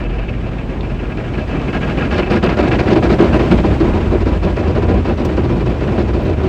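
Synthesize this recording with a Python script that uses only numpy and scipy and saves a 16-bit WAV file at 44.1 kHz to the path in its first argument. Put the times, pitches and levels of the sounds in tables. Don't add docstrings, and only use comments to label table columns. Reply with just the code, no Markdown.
import sys
import numpy as np
from scipy import signal
from scipy.fft import rfft, irfft, next_fast_len
from scipy.io import wavfile
from scipy.ndimage import uniform_filter1d, map_coordinates

SR = 44100
rng = np.random.default_rng(int(sys.argv[2]) if len(sys.argv) > 2 else 0)


def log_audio(samples):
    frames = np.atleast_2d(samples).T
    limited = np.clip(frames, -1, 1)
    pcm = np.round(limited * 32767).astype(np.int16)
    wavfile.write(sys.argv[1], SR, pcm)


def nominal_scale(level):
    x = np.asarray(level, float) / 20
    return 10 ** x


N = 285768

# (time [s], cloth pressure [dB], place [0 nose to 1 doors], sliding water [dB])
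BRUSH_PASS = [(0.0, -34.5, 0, -33.5), (.45, -36, 0.057, -31), (.9, -36.5, 0.063, -30),
              (1.3, -34, 0.058, -28.5), (1.9, -25, 0, -24), (2.3, -19, 0.32, -27), (2.95, -20, 0.82, -23.5),
              (3.45, -22.5, 0.78, -21.5), (3.9, -27, 0.97, -23.5), (4.5, -28, 1, -26),
              (5.0, -26.5, 0.89, -27), (5.5, -28.5, 0.98, -26.5), (6.0, -28, 0.88, -26),
              (6.48, -30, 1, -28.5)]
TURN_STARTS = [-.06, .52, 1.17, 1.812, 2.432, 3.028, 3.644, 4.262, 4.881, 5.497, 6.135, 6.76]
BUNCH_ANGLES = [0, .1, .26, .32, .48, .59, .66, .79, .9]
# (contact length [s], strength [dB], weight on the door [dB])
CLOTH_BUNCHES = [(0.041, 1, 2), (0.054, -2, 0.5), (0.023, 0, 3), (0.059, -1, -2), (0.047, 0.5, 0),
                 (0.026, 1, -3), (0.055, -3, 0), (0.033, -1.5, 3.5), (.025, -1, 3)]
# (time [s], contact length [s], level over the pressure [dB], weight on the door [dB])
SOAKED_BUNCHES = [(.0, .07, -0.5, 2), (0.186, 0.021, 4.5, -6.5), (0.434, 0.067, -3, 0),
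                  (0.992, 0.027, 4.5, 10), (1.377, 0.02, 1, 4), (1.525, 0.023, -4, 1),
                  (1.729, 0.047, 2.5, 4.5), (2.184, .023, 0.5, -4), (2.129, .045, -2.5, -3),
                  (2.328, 0.042, -0.5, -3), (5.605, 0.021, -0.5, 4), (2.571, 0.034, -2, -17),
                  (2.875, 0.065, -0.5, -6), (2.958, .032, 2, -4), (3.101, .045, -2.5, 2),
                  (3.188, .045, 1.5, 8), (3.337, 0.037, -2.5, 7.5), (3.513, 0.014, 4.5, 3),
                  (3.58, 0.0076, 3, -9), (3.801, .017, 4, 5.5), (4.112, 0.013, 2, 8),
                  (4.431, 0.027, 3.5, -7), (4.759, 0.027, 0, 1), (5.09, 0.016, -2, 1),
                  (5.371, 0.011, 2.5, 1), (5.915, 0.022, -3, -19), (5.979, .04, 1, 4.5),
                  (6.252, 0.049, 0, 4.5), (6.194, 0.015, 0.5, -16), (6.4, 0.062, -2, 4)]
# (time [s], length
# [s], level change [dB])
BRUSH_GAPS = [(0.99, 0.039, -5.5), (1.139, 0.029, -1.5), (1.456, 0.067, -3.5), (1.717, 0.026, -3.5),
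              (1.801, 0.027, -4), (2.251, 0.02, -9), (2.397, 0.026, -10), (2.545, 0.039, -2),
              (2.683, 0.016, 4.5), (2.848, 0.025, -7), (3.001, 0.037, -8.5), (3.173, 0.03, -4),
              (3.384, 0.021, -4.5), (3.622, 0.02, -7.5), (3.795, 0.036, -4.5), (4.094, .025, -4),
              (4.245, 0.017, -7.5), (4.408, 0.042, -6.5), (4.55, 0.018, -3.5), (5.04, 0.029, -2.5),
              (5.172, 0.033, -4), (5.649, 0.013, -7), (5.736, 0.015, -4.5), (6.027, 0.023, -2.5),
              (6.126, 0.018, -4.5), (6.356, 0.022, -9.5)]
# (frequency [Hz], level [dB])
SCRUB_BAND = [(400, -38.5), (650, 2.5), (800, 4), (890, -4), (980, -7), (1100, -3), (1400, -3.5),
              (2050, -9), (2650, -12), (3400, -18), (4300, -26.5), (6000, -62)]
# (frequency [Hz], width [Hz], level [dB])
TRIM_MODES = [(1278, 33, -2), (1423, 20, 0), (1636, 26, 2.5), (1920, 220, -9), (2147, 150, -5.5),
              (2387, 66, 0), (2608, 41, 3.5), (2954, 380, -6.5)]
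# (frequency [Hz], width [Hz], level [dB])
PANEL_MODES = [(195, 60, -2), (255, 50, -5), (465, 70, -9), (615, 60, -8), (750, 60, -14), (810, 40, -18),
               (975, 50, -13)]
# (frequency [Hz], width [Hz], level [dB])
DOOR_MODES = [(300, 45, -4), (355, 60, 0), (415, 45, -5)]
# (frequency [Hz], level [dB])
FIZZ_BAND = [(2800, -32.5), (3500, 0.5), (4700, 0), (6000, -10.5), (8000, -18.5), (9500, -28.5),
             (11200, -43.5), (13000, -43.5), (15800, -41.5)]
# (time [s], length [s], shake [dB], boom [dB], drone [dB])
SPRING_ROCKS = [(0.15, .15, 7, -1.5, 1.5), (.7, 0.092, 4.5, -3.5, 0), (0.997, .08, 3, -4.5, 1.5),
                (1.18, 0.031, 5, -9, 2), (1.85, 0.12, -2, 3.5, -7), (2.146, .08, -3, 4.5, -2),
                (2.38, .05, -7, 3, -4), (2.607, .06, -4, 3.5, -1.5), (2.757, 0.05, 1, -2.5, 6),
                (2.974, 0.085, -1, -6.5, 4.5), (3.087, 0.028, -7, 6, 3), (3.205, 0.05, 0, -9, 0),
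                (3.323, .08, -7.5, 6, 1), (3.57, 0.063, 10.5, -0.5, -3.5), (3.72, .08, 3, 4, 5),
                (4.0, 0.16, 9, 2, -1), (4.35, 0.17, 7, -1, -1), (4.687, .06, -1, 5, -8),
                (4.753, .04, 6, -5, 7), (4.973, .05, -4, 6, -5), (5.416, 0.11, -7, 5, 1),
                (5.57, 0.11, 7, -5, 7), (5.926, 0.087, -4.5, -2, 3.5), (6.146, .1, 1.5, 3, -4)]
# (level at the nose [dB], gain towards the doors [dB], random sway [dB], sways [1/s])
SHELL_LAYERS = [
    (-25, -2.5, 1.2, 6),
    (-26, 7.5, 1.2, 7),
    (-29, 3, 1.5, 8),
]
# (frequency [Hz], level [dB])
SHAKE_BAND = [(15, -34), (25, -19), (34, -13), (48, 0), (56, -3), (66, -30)]
# (frequency [Hz], level [dB])
BOOM_BAND = [(50, -15.5), (60, 8.5), (70, 6), (88, 8), (104, -1.5), (120, -72.5)]
# (frequency [Hz], level [dB])
DRONE_BAND = [(85, -20), (98, 2.5), (120, 27.5), (140, 15), (165, -10), (200, -50)]
# (time [s], level [dB], rise [s], 60 dB decay [s], centre [Hz], width [Hz])
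GLASS_SPLATS = [
    (0.807, -32, 0.0006, 0.04, 3280, 1300),
    (3.552, -52, 0.00043, .04, 8000, 2500),
    (5.25, -30.5, .0004, 0.047, 4900, 3200),
    (5.249, -53.5, .0004, .08, 13900, 2420),
    (5.254, -42.5, 0.0003, .012, 13500, 3000),
    (5.707, -57.5, 0.00046, .03, 12000, 4000),
    (6.224, -51, .002, .04, 13400, 350),
    (6.233, -48, 0.0033, .07, 13500, 400),
]
# (frequency [Hz], level [dB])
SLIDING_BAND = [(100, -7), (150, -2), (315, -6), (490, -12.5), (900, -21), (1700, -28), (2500, -30.5),
                (4500, -46.5), (8000, -59), (11200, -91.5)]
# (frequency [Hz], level [dB])
JET_BAND = [(1500, -29.5), (2500, 0), (4500, -14), (8000, -22), (10000, -33.5), (11300, -38),
            (12800, -35.5), (15800, -31)]
# (frequency [Hz], level [dB rms])
ELECTRONIC_WHINE = [(9987, -92), (11984, -98.5)]


def brushes():
    press_db, place, _ = curves(BRUSH_PASS)
    press = nominal_scale(press_db + lift())
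    strips = bunches()
    db, door_db = strips[:, 2], strips[:, 3]
    drum_db, fizz_db = (db + 1.2 * rng.standard_normal(len(strips)) for _ in range(2))

    def push(nose_db, doors_db, slope):
        usual_db = -28
        return press * nominal_scale(nose_db + doors_db * place + slope * (press_db - usual_db))

    drag = contact(strips, db, rise=0.0016, fall=0.0031, slap=0.96)
    scrub = driven(patter(1.2, 1.1), press * drag, colour(SCRUB_BAND))
    trim = driven(patter(1.8, 2.6), push(-1.3, -8.5, -0.16) * drag, modes(TRIM_MODES, glass_hz=3020))

    blows = contact(strips, drum_db, rise=0.001, fall=0.0089, slap=0.26)
    drum = driven(patter(0.68, 1.3), push(4.68, 5.7, -0.25) * blows, modes(PANEL_MODES, glass_hz=1330))

    door_blows = contact(strips, db + door_db, rise=0.0011, fall=0.0075, slap=0.63)
    door = driven(patter(0.31, 0.76), push(0, 9.9, -0.12) * door_blows, modes(DOOR_MODES, glass_hz=534))

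    tips = contact(strips, fizz_db, rise=0.0016, fall=0.0031, slap=0.42)
    fizz = driven(patter(1.4, 2.6), push(-19, 1.7, -0.03) * tips, colour(FIZZ_BAND))
    return nominal_scale(-2.5) * scrub + trim + drum + door + fizz


def bunches():
    slip_s, scatter_db = 0.004, 1
    length, db, door_db = np.transpose(CLOTH_BUNCHES)
    s = np.array(TURN_STARTS[:-1])[:, None] + np.diff(TURN_STARTS)[:, None] * BUNCH_ANGLES
    landing_s = s + slip_s * rng.standard_normal(s.shape)
    strength_db = db + scatter_db * rng.standard_normal(s.shape)
    rows = np.stack([landing_s, length + 0 * s, strength_db, door_db + 0 * s], -1)
    return np.vstack([rows.reshape(-1, 4), SOAKED_BUNCHES])


def contact(strips, levels_db, rise, fall, slap):
    power = np.zeros(N)
    t = np.arange(N) / SR
    for (s, length, *_), db in zip(strips, levels_db):
        start, stop = (max(int(edge * SR), 0) for edge in (s - 0.05, s + length + 0.1))
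        u = t[start:stop] - s
        landing = (0.61 + slap * np.exp(-np.abs(u) / 0.0086)) / (1 + np.exp(-u / rise))
        peeling = 1 / (1 + np.exp((u - length) / fall))
        power[start:stop] += nominal_scale(2 * db) * landing * peeling
    return np.sqrt(power)


def lift():
    t = np.arange(N) / SR
    return sum(db * np.exp(-((t - s) / (0.64 * length)) ** 2) for s, length, db in BRUSH_GAPS)


def shell():
    t = np.arange(N) / SR
    place = curves(BRUSH_PASS)[1]
    rocking = sum(np.outer(db, np.exp(-((t - s) / length) ** 2)) for s, length, *db in SPRING_ROCKS)
    bands, steadiness = (SHAKE_BAND, BOOM_BAND, DRONE_BAND), (0.8, 0.7, 0.4)
    out = np.zeros(N)
    for layer, rock_db, band, share in zip(SHELL_LAYERS, rocking, bands, steadiness):
        nose_db, doors_db, sway_db, rate = layer
        level_db = nose_db + doors_db * place + sway_db * wobble(rate) + rock_db
        rumble = filtered(rng.standard_normal(N), colour(band))
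        out += nominal_scale(level_db) * even(rumble, share)
    return out


def even(x, share):
    swell = uniform_filter1d(np.abs(signal.hilbert(unit(x))), size=1500)
    return unit(x / (swell + 0.48) ** share)


def drops():
    out = np.zeros(N + SR)
    t = np.arange(SR // 8) / SR
    hz = np.fft.rfftfreq(len(t), 1 / SR)
    for s, db, rise, t60, centre_hz, width_hz in GLASS_SPLATS:
        band = np.exp(-((hz - centre_hz) / width_hz) ** 2)
        burst = unit(irfft(rfft(rng.standard_normal(len(t))) * band, len(t)))
        envelope = nominal_scale(db - 60 * t / t60) * (1 - np.exp(-t / rise))
        out[round(s * SR):][:len(t)] += envelope * burst
    return out[:N]


def spray():
    level_db = curves(BRUSH_PASS)[2]
    sliding = driven(patter(1.2, 0.57), 0.97, colour(SLIDING_BAND))
    jets = driven(patter(1.0, 0.44), 0.83, colour(JET_BAND))
    return nominal_scale(level_db + 6 + lift()) * sliding + nominal_scale(level_db - 18) * jets


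def patter(patchy_db, grain_db):
    z = signal.stft(rng.standard_normal(N), nperseg=512)[2]
    field = uniform_filter1d(rng.standard_normal(z.shape), 8, axis=0)
    field = uniform_filter1d(field, 5, axis=1)
    noise = signal.istft(z * nominal_scale(patchy_db * unit(field)), nperseg=512)[1][:N]
    return unit(noise * nominal_scale(grain_db * wobble(220)))


def driven(force, gain, response):
    return filtered(force * gain, response) / np.std(filtered(force, response))


def modes(table, glass_hz):
    def response(f):
        ring = 0
        for k, (centre, width, db) in enumerate(table):
            sign = (-1) ** k
            ring = ring + sign * nominal_scale(db) * 1j * f * width / (centre ** 2 - f * f + 1j * f * width)
        return ring / (1 + 1.4j * f / glass_hz - (f / glass_hz) ** 2) ** 2
    return response


def colour(points):
    f, db = np.transpose(points)
    return lambda hz: nominal_scale(np.interp(np.log(hz + 1), np.log(f), db, left=-120, right=-120))


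def filtered(x, response):
    m = next_fast_len(N + SR // 2)
    return irfft(rfft(x, m) * response(np.fft.rfftfreq(m, 1 / SR)), m)[..., :N]


def curves(rows):
    s, *columns = np.transpose(rows)
    return [np.interp(np.arange(N) / SR, s, column) for column in columns]


def wobble(rate):
    knots = rng.standard_normal(int(N * rate / SR) + 4)
    return map_coordinates(knots, [np.arange(N) * rate / SR])


def unit(x):
    return x / np.sqrt(np.mean(x ** 2) + 1e-20)


def scene():
    return (brushes() + shell() + drops() + spray())[None]


def low_pass(x):
    return signal.sosfilt(signal.butter(12, 15960, fs=SR, output="sos"), x)


def record(dry):
    t = np.arange(N) / SR
    clipped = dry / (1 + np.abs(dry) ** 24) ** (1 / 24)
    whine = sum(nominal_scale(db - 3) * np.sin(2 * np.pi * hz * t) for hz, db in ELECTRONIC_WHINE)
    hiss = nominal_scale(-84.5) * rng.standard_normal(N)
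    mix = filtered(clipped + whine + hiss, lambda hz: hz < 15740)
    return low_pass(mix)


dry = scene()
out = record(dry)
log_audio(out)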